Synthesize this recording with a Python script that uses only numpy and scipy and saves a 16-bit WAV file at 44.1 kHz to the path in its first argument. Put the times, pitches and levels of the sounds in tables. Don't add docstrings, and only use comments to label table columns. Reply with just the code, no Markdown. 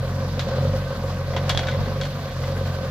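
import sys
import numpy as np
from scipy import signal
from scipy.fft import rfft, irfft
from scipy.io import wavfile

SR = 44100
rng = np.random.default_rng(int(sys.argv[2]) if len(sys.argv) > 2 else 0)


def file_out(sig):
    cols = np.atleast_2d(sig).T
    lim = np.clip(cols, -1, 1)
    pcm = np.round(lim * 32767).astype(np.int16)
    wavfile.write(sys.argv[1], SR, pcm)


N = 127890
T = np.arange(N) / SR

# start_s, rate_hz
FIRING_RATE = [(0.0, 43.87), (0.09, 45.66), (0.18, 45.9), (0.26, 45.67), (0.35, 46.44), (0.44, 43.74),
               (0.53, 43.11), (0.62, 44.67), (0.7, 47.91), (0.79, 47.73), (0.88, 45.8), (0.97, 44.73),
               (1.05, 45.53), (1.14, 46.03), (1.23, 44.85), (1.32, 44.33), (1.41, 46.13), (1.49, 45.72),
               (1.58, 44.46), (1.67, 44.51), (1.76, 45.91), (1.85, 47.76), (1.93, 47.13), (2.02, 47.56),
               (2.11, 47.06), (2.2, 47.62), (2.28, 45.01), (2.37, 44.25), (2.46, 44.78), (2.55, 46.18),
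               (2.64, 45.72), (2.72, 45.2), (2.81, 44.23), (2.9, 43.59)]
# start_s, first_db, second_db, third_db (rms)
EXHAUST_ORDERS = [(0.0, -39, -27, -23), (0.04, -34, -31, -29.5), (0.08, -36, -28, -28.5),
                  (0.2, -39, -28, -28.5), (0.29, -35, -29, -33.5), (0.41, -38, -29, -27),
                  (0.47, -40, -32.5, -33), (0.6, -37, -27, -22.5), (0.68, -32, -22, -23.5),
                  (0.73, -31, -24.5, -29), (0.92, -38, -37, -31), (0.95, -41, -34, -52),
                  (0.99, -36, -31, -31.5), (1.15, -37, -28.5, -31.5), (1.26, -41, -31, -31.5),
                  (1.47, -36, -25.5, -25.5), (1.55, -38, -29.5, -30.5), (1.71, -38, -30.5, -28),
                  (1.78, -36, -25.5, -26.5), (1.87, -35, -27.5, -31.5), (2.13, -40, -36, -29),
                  (2.25, -45, -32, -34.5), (2.29, -42, -43, -34), (2.32, -39, -37, -40),
                  (2.39, -39, -30.5, -26.5), (2.6, -33.5, -27, -31), (2.7, -40, -28.5, -27.5),
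                  (2.75, -38, -30.5, -32), (2.87, -44, -34, -29.5), (2.9, -40, -29, -27)]
ORDER_PHASE = [0, .31, -.14]
# multiple_of_firing_rate, level_db (re second harmonic)
UNEVEN_ORDERS = [(1.5, -22), (2.5, -12), (2.75, -23), (3.25, -17), (3.5, -14), (3.75, -21), (4.25, -20),
                 (4.75, -17), (5.25, -22)]
# pitch_hz, level_db (relative), t60_s
PIPE_MODES = [(534.3, 2, 0.089), (492, -3, 0.024), (540, -15.5, 0.32), (714, -14, 0.05), (995, -16, 0.048),
              (1230, -15.5, 0.06)]
# start_s, level_db
PIPE_LEVEL = [(0.0, -33), (0.18, -36), (0.25, -25.5), (0.28, -38.5), (0.38, -29.5), (0.45, -40),
              (0.47, -29), (0.59, -22), (0.61, -31), (0.65, -20), (0.73, -33), (0.75, -25.5), (0.78, -33),
              (0.89, -40), (0.91, -29), (0.98, -39), (1.05, -27), (1.07, -33.5), (1.23, -34), (1.24, -48),
              (1.32, -23), (1.34, -27), (1.61, -37.5), (1.67, -25.5), (1.7, -35), (1.76, -22.5),
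              (1.85, -45), (1.87, -32.5), (2.04, -31.5), (2.07, -36), (2.46, -38), (2.48, -29.5),
              (2.76, -32.5), (2.85, -23), (2.88, -49), (2.9, -36)]
# pitch_hz, level_db (relative), t60_s
SILENCER_MODES = [(164, 8.5, 0.02), (214, 6, 0.0097), (286, 0.5, 0.0057)]
# start_s, level_db
THUMP_LEVEL = [(0.0, -48), (0.04, -35), (0.91, -35.5), (0.94, -45), (1.01, -31.5), (1.31, -46), (1.35, -32),
               (1.4, -31), (1.58, -40.5), (2.1, -40.5), (2.11, -35.5), (2.48, -48), (2.62, -41.5),
               (2.9, -31.5)]
# start_s, level_db (before a common trim), ring_db (before a common boost),
# brightness_db_per_octave, crack_t60_s, favoured_hz, favour_db, snap_height (re crack; below 0 means none)
CLANKS = [(0.3934,-15,-6.5,-1,0.18,3900,6.5,1), (1.306,-27,-11,-12,0.077,725,2,5),
          (1.334,-29,4.5,-20,0.15,2040,10,-6), (1.338,-23,3,-11,0.16,725,12,3.5),
          (1.3639,-13,-10,-3.5,0.12,3170,12,0), (1.367,-17.5,-7,-16,0.12,1040,12.5,5),
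          (1.3751,-18,-9,-7.5,0.13,2040,5,-0.5), (1.386,-28,-10,-8,.1,3480,4,-4),
          (1.4935,-10.5,-9,3.5,0.11,4150,2,1), (1.497,-13.5,-1.5,-2,0.17,1480,0.5,-0.5),
          (1.509,-31,-9,-2,0.11,3270,5,0), (1.5484,-23.5,4.5,-5.5,0.054,3370,21,11.5),
          (1.5742,-12.5,-3.5,-1,0.1,3400,12,3.5), (1.5925,-19.5,-5,-2,0.17,3305,2,3.5),
          (1.6317,-21.5,-11,-3.5,0.22,3330,-1,1), (1.6701,-18.5,-3,-3.5,0.08,3800,8,1.2),
          (1.685,-17,4,-3,0.15,1450,17,.5), (1.678,-27,-8,-5,0.1,3900,5,4),
          (1.689,-23.5,-11,-3.5,0.084,3700,22,3), (1.701,-36,0,-2,.12,3420,14,-5),
          (1.712,-28,3,0,0.11,3700,9,-4), (1.722,-31.5,11.5,-30,0.092,2020,22,-6),
          (1.738,-24,-8,-6,0.16,3305,7,-2), (1.8571,-19,-11,-9.5,0.29,4150,7,-0.5),
          (2.0122,-23,6,1.5,0.13,3930,10,2), (2.015,-23,5.5,-10,0.14,1470,9.5,-3),
          (2.022,-32,-4,4,.15,3530,8,-3), (2.034,-23,-2,-3,0.14,4280,9,1.5),
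          (2.0505,-23,-5.5,2.5,0.1,3420,8,0), (2.054,-22,1,-8,.07,1480,10,4),
          (2.279,-31,-4,-7,0.13,3440,9,-3), (2.308,-32,-2.5,-10,0.076,3305,0,9),
          (2.436,-23.5,-2.5,-5.5,0.2,2040,5,-4)]
# pitch_hz, level_db (relative), t60_s
BUCKET_MODES = [(725, -2, .1), (1040, -5, .08), (1490, -2, .07), (2040, -5, .1), (2300, -10, .08),
                (2880, -9, .08), (3305, -3, .11), (3420, -7, .07), (3720, -5, .11), (4300, -5, .06),
                (4450, -7, .08), (5150, -9, .06), (5480, -10, .05), (6020, -10, .07)]
# pitch_hz, density_db_per_hz (relative)
CRACK_SPECTRUM = [(400, -10), (750, 3), (1100, -8), (1500, 0.5), (2500, -1.5), (3500, 1.5), (5500, -6),
                  (7500, -13), (8600, -26.5), (10500, -22.5), (15000, -37)]
# delay_s, level_db
ECHOES = [(0.019, -19), (0.034, -13.5), (0.061, -21.5), (0.09, -27)]
# pitch_hz, density_db_per_hz (relative)
RUSH_SPECTRUM = [(30,-28), (48,-15), (86,-12), (141,-8), (183,-11.5), (238,-13.5), (309,-22.5), (391,-20.5),
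                 (460,-15.5), (535,-8), (643,-19), (714,-16.5), (835,-23.5), (1110,-17.5), (1370,-27),
                 (1530,-20.5), (1650,-26.5), (1980,-28), (2140,-32), (2600, -33.5), (3300, -32),
                 (4470,-30.5), (6110,-38), (7950,-46.5), (8600,-56), (9300, -50.5), (12100,-53),
                 (15700,-47)]
# start_s, level_db
RUSH_LEVEL = [(0.0, -40.5), (0.39, -40.5), (0.56, -36), (0.73, -40.5), (1.15, -41), (1.4, -40),
              (1.57, -38.5), (1.99, -40.5), (2.9, -40.5)]
# centre_s, level_db, half_length_s
GUSTS = [(0.3, -74, 0.089), (0.7, -58, 0.1), (1.302, -41, 0.042), (1.558, -28.5, 0.027), (1.67, -47, 0.051),
         (1.8, -34, .025), (1.89, -42, 0.045), (2.103, -60, 0.062), (2.6, -67, .1)]
# pitch_hz, correlation
ENGINE_LIKENESS = [(60, 0.94), (200, 1), (380, 0.97), (540, 1), (750, 0.97), (1000, 0.95), (1300, 0.87),
                   (2400, 0.26), (4400, 0.5), (6500, 0.3), (9000, 0.35), (12000, -0.28), (15000, 0.1)]
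# pitch_hz, correlation
CLANK_LIKENESS = [(700, 1), (1400, 0.78), (4400, 0.48), (8000, 0.16), (15000, 0.01)]
# pitch_hz, left_minus_right_db
LEFT_MINUS_RIGHT = [(60, -0.9), (380, -.5), (700, 0), (1290, 2.5), (2380, -2), (4400, -3), (6000, 1.5),
                    (8120, 0), (11000, 3), (15000, -3)]

FIRST_FIRING = -.065
UNEVEN_WAVER_DB = 1.5
PULSE_SPREAD_DB, PULSE_JITTER_S = 1.0, 0.0002
PUFF_S, PUFF_SHARE = 0.0024, 0.3
PIPE_LAG, PIPE_CYLINDER_DB = .18, [-8.0, 0, -7.0, 0]
PIPE_QUENCH, QUENCH_FIRINGS = .7, .25
THUMP_LAG, THUMP_CYLINDER_DB = .25, [0, -1.5, -5.0, -4.5]
KNOCK_LAG, KNOCK_DB, KNOCK_T60_S, KNOCK_LOW_HZ, KNOCK_HIGH_HZ = .18, -52, 0.06, 900, 2600
HISS_LAG, HISS_DB, HISS_T60_S, HISS_LOW_HZ, HISS_HIGH_HZ = -.15, -63, 0.09, 9500, 17300
CLANK_TRIM_DB, CLANK_ATTACK_S, SNAP_S = -13.5, .0004, .0015
CRACK_FAVOUR_DB, FAVOUR_OCTAVES = 3, 0.13
BUCKET_SPREAD_DB, RING_TILT_SHARE = 1.5, 0.31
RATTLE_HZ = 137
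ECHO_CUT_HZ = 3600
PATCHY_DB, TOGETHER_SHARE = 1.55, 0.72
STEADY_FROM_BAND = 16
WHINE_HZ, WHINE_WIDTH_HZ, WHINE_DB = 1531, 32, -48
WIND_DB, WIND_LOW_HZ, WIND_CUT_HZ, WIND_FLUTTER_DB = -55.5, 42, 117, 3
LEFT_LAG_S = 58e-6
LOW_CUT_HZ, CUTOFF_HZ = 30, 15850


def engine():
    turns = FIRST_FIRING + np.cumsum(in_time(FIRING_RATE)[0]) / SR
    boom = exhaust_boom(turns) * [[1], [.3]]
    return boom + pipe_ring(turns) + silencer_thump(turns) + block_knock(turns) + valve_hiss(turns)


def exhaust_boom(turns):
    order_db = in_time(EXHAUST_ORDERS)
    boom = np.zeros(N)
    for k, db in enumerate(order_db):
        boom += np.sqrt(2) * amp(db) * np.cos(2 * np.pi * ((k + 1) * turns + ORDER_PHASE[k]))
    for multiple, db in UNEVEN_ORDERS:
        level = amp(order_db[1] + db + UNEVEN_WAVER_DB * drift(1.8))
        boom += np.sqrt(2) * level * np.sin(2 * np.pi * (multiple * turns + rng.random()))
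    return boom


def pipe_ring(turns):
    ringing = struck(firings(turns, PIPE_LAG, PIPE_CYLINDER_DB), PIPE_MODES)
    from_strong = (turns - PIPE_LAG + .12) % 2 - 1
    ringing = ringing * (1 - PIPE_QUENCH * np.exp(-(from_strong / QUENCH_FIRINGS) ** 2))
    high = signal.butter(2, 400, "high", fs=SR, output="sos")
    return amp(in_time(PIPE_LEVEL)[0]) * signal.sosfilt(high, ringing)


def silencer_thump(turns):
    thump = struck(firings(turns, THUMP_LAG, THUMP_CYLINDER_DB), SILENCER_MODES)
    band = signal.butter(2, [150, 300], "band", fs=SR, output="sos")
    return amp(in_time(THUMP_LEVEL)[0]) * signal.sosfilt(band, thump)


def block_knock(turns):
    pulses = firings(turns, KNOCK_LAG, PIPE_CYLINDER_DB)
    return amp(KNOCK_DB) * gated(pulses, KNOCK_T60_S, KNOCK_LOW_HZ, KNOCK_HIGH_HZ)


def valve_hiss(turns):
    pulses = firings(turns, HISS_LAG, [0, 0, 0, 0])
    return amp(HISS_DB) * gated(pulses, HISS_T60_S, HISS_LOW_HZ, HISS_HIGH_HZ)


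def firings(turns, lag, cylinder_db):
    fired = np.flatnonzero(np.diff(np.floor(turns - lag)))
    luck = rng.standard_normal((len(fired), 2))
    cylinder = np.floor(turns[fired + 1] - lag).astype(int) % 4
    place = np.clip(fired + (PULSE_JITTER_S * SR * luck[:, 0]).astype(int), 0, N - 1)
    pulses = np.zeros(N)
    pulses[place] = amp(np.array(cylinder_db)[cylinder] + PULSE_SPREAD_DB * luck[:, 1])
    return pulses


def struck(pulses, modes):
    envelope = signal.lfilter([1], [1, -np.exp(-1 / (PUFF_S * SR))], pulses)
    puff = rms_one(envelope * rng.standard_normal((2, N)))
    clicks = 9.0 * rms_one(pulses) / np.sqrt(PUFF_S * SR)
    drive = np.array([clicks + PUFF_SHARE * puff[0], puff[1]])
    rung = sum(amp(db) * ring(drive, hz, t60) for hz, db, t60 in modes)
    return np.array([rms_one(row) for row in rung])


def gated(pulses, t60, low_hz, high_hz):
    gate = signal.lfilter([1], [1, -amp(-60 / (t60 * SR))], pulses)
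    band = signal.butter(2, [low_hz, high_hz], "band", fs=SR, output="sos")
    return rms_one(signal.sosfilt(band, gate * rng.standard_normal((2, N))))


def clanks():
    size = SR // 4
    t = np.arange(size) / SR
    out = np.zeros((2, N + SR))
    for s, db, ring_db, tilt_db, t60, favoured, favour_db, snap in CLANKS:
        crack = clank_crack(t, tilt_db, t60, favoured, snap)
        modes = bucket_ring(t, ring_db, tilt_db, favoured, favour_db)
        blow = (crack + 2 * modes * [[1], [.5]]) * np.minimum(t / CLANK_ATTACK_S, 1)
        start = int(s * SR)
        out[:, start:start + size] += amp(db + CLANK_TRIM_DB) * blow
    dull = signal.sosfilt(signal.butter(1, ECHO_CUT_HZ, fs=SR, output="sos"), out[0])
    for k, (delay, db) in enumerate(ECHOES):
        out[k % 2] += amp(db) * np.roll(dull, int(delay * SR))
    return out[:, :N]


def clank_crack(t, tilt_db, t60, favoured, snap):
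    hz = np.geomspace(300, 16000, 50)
    near = np.exp(-(np.log2(hz / favoured) / FAVOUR_OCTAVES) ** 2)
    level = at_hz(CRACK_SPECTRUM, hz) + tilt_db * np.log2(hz / 3500) + CRACK_FAVOUR_DB * near
    noise = rms_one(colour(rng.standard_normal((2, len(t))), np.column_stack([hz, level])))
    return noise * amp(-60 * t / t60) * (1 + max(snap, 0) * np.exp(-t / SNAP_S))


def bucket_ring(t, ring_db, tilt_db, favoured, favour_db):
    total = np.zeros(len(t))
    for hz, mode_db, life in BUCKET_MODES:
        chance, phase = rng.standard_normal(2)
        octaves = np.log2(hz / favoured)
        level = mode_db + ring_db + BUCKET_SPREAD_DB * chance + RING_TILT_SHARE * tilt_db * octaves
        level += favour_db * (np.exp(-(octaves / FAVOUR_OCTAVES) ** 2) - 1)
        flutter = 1 + .6 * np.sin(2 * np.pi * (RATTLE_HZ * (.6 + chance % 1) * t + phase))
        total += amp(level - 60 * t / life) * flutter * np.sin(2 * np.pi * (hz * t + phase))
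    return total


def rush():
    noise = colour(rng.standard_normal((2, N)), RUSH_SPECTRUM)
    hz = np.fft.rfftfreq(N, 1 / SR)
    middle = irfft(rfft(noise[0]) * ((hz > 1000) & (hz < 6000)), N)
    spectrum = rfft(noise / np.sqrt(np.mean(middle ** 2)))
    band = 2 * np.log2(np.maximum(hz, 1) / 30)
    together = drift(20.0)
    load_db = in_time(RUSH_LEVEL)[0]
    total = np.zeros((2, N))
    for k in range(20):
        flicker_db = PATCHY_DB * (drift(12.0) + TOGETHER_SHARE * together)
        level_db = load_db if k < STEADY_FROM_BAND else load_db.mean()
        part = irfft(spectrum * np.clip(1 - abs(band - k), 0, 1), N)
        total += part * amp(flicker_db + level_db)
    return total


def whine():
    edges = [WHINE_HZ - WHINE_WIDTH_HZ / 2, WHINE_HZ + WHINE_WIDTH_HZ / 2]
    band = signal.butter(1, edges, "band", fs=SR, output="sos")
    tone = rms_one(signal.sosfilt(np.r_[band, band], rng.standard_normal(N)))
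    return amp(WHINE_DB) * tone * [[.2], [-1]]


def wind():
    level = amp(WIND_DB) + sum(amp(db) * np.exp(-((T - s) / half) ** 2) for s, db, half in GUSTS)
    band = signal.butter(3, [WIND_LOW_HZ, WIND_CUT_HZ], "band", fs=SR, output="sos")
    low = signal.sosfilt(band, rng.standard_normal((2, N)))
    flutter = amp([WIND_FLUTTER_DB * drift(26.0), WIND_FLUTTER_DB * drift(31.0)])
    return level * rms_one(low) * flutter


def stereo(mid, side, likeness, lag_s=0):
    hz = np.maximum(np.fft.rfftfreq(N, 1 / SR), 1)
    alike = np.clip(at_hz(likeness, hz), -1, 1)
    lean = at_hz(LEFT_MINUS_RIGHT, hz) / 2
    m = rfft(mid)
    s = rfft(side) * np.sqrt((1 - alike) / (1.01 + alike))
    left = (m + s) * amp(lean) * np.exp(-2j * np.pi * hz * lag_s)
    right = (m - s) * amp(-lean)
    return irfft(np.array([left, right]), N)


def amp(db):
    return 10 ** (np.asarray(db) / 20)


def rms_one(x):
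    return x / np.sqrt(np.mean(x ** 2) + 1e-20)


def in_time(rows):
    s, *columns = np.transpose(rows)
    return [np.interp(T, s, c) for c in columns]


def at_hz(points, hz):
    table_hz, values = np.array(points).T
    return np.interp(np.log(hz), np.log(table_hz), values)


def drift(rate):
    r = np.exp(-80 * np.pi * rate / SR)
    noise = rng.standard_normal(N // 40 + 2002)
    slow = signal.lfilter([1], [1, -2 * r, r * r], noise)[2000:]
    return np.interp(np.arange(N) / 40, np.arange(len(slow)), rms_one(slow - slow.mean()))


def ring(clicks, hz, t60):
    r, w = amp(-60 / (t60 * SR)), 2 * np.pi * hz / SR
    return signal.lfilter([0, np.sin(w)], [1, -2 * r * np.cos(w), r * r], clicks + 1e-18)


def colour(x, spectrum):
    hz = np.maximum(np.fft.rfftfreq(x.shape[-1], 1 / SR), 1)
    return irfft(rfft(x) * amp(at_hz(spectrum, hz)), x.shape[-1])


def scene():
    machine = stereo(*(engine() + rush()), ENGINE_LIKENESS, LEFT_LAG_S)
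    bucket = stereo(*clanks(), CLANK_LIKENESS)
    return machine + bucket + whine() + wind()


def record(dry):
    dry = signal.sosfilt(signal.cheby2(16, 60, CUTOFF_HZ + 100, fs=SR, output="sos"), dry)
    hz = np.fft.rfftfreq(N, 1 / SR)
    return irfft(rfft(dry) / np.sqrt(1 + (LOW_CUT_HZ / (hz + 1)) ** 8), N)


dry = scene()
out = record(dry)
file_out(out)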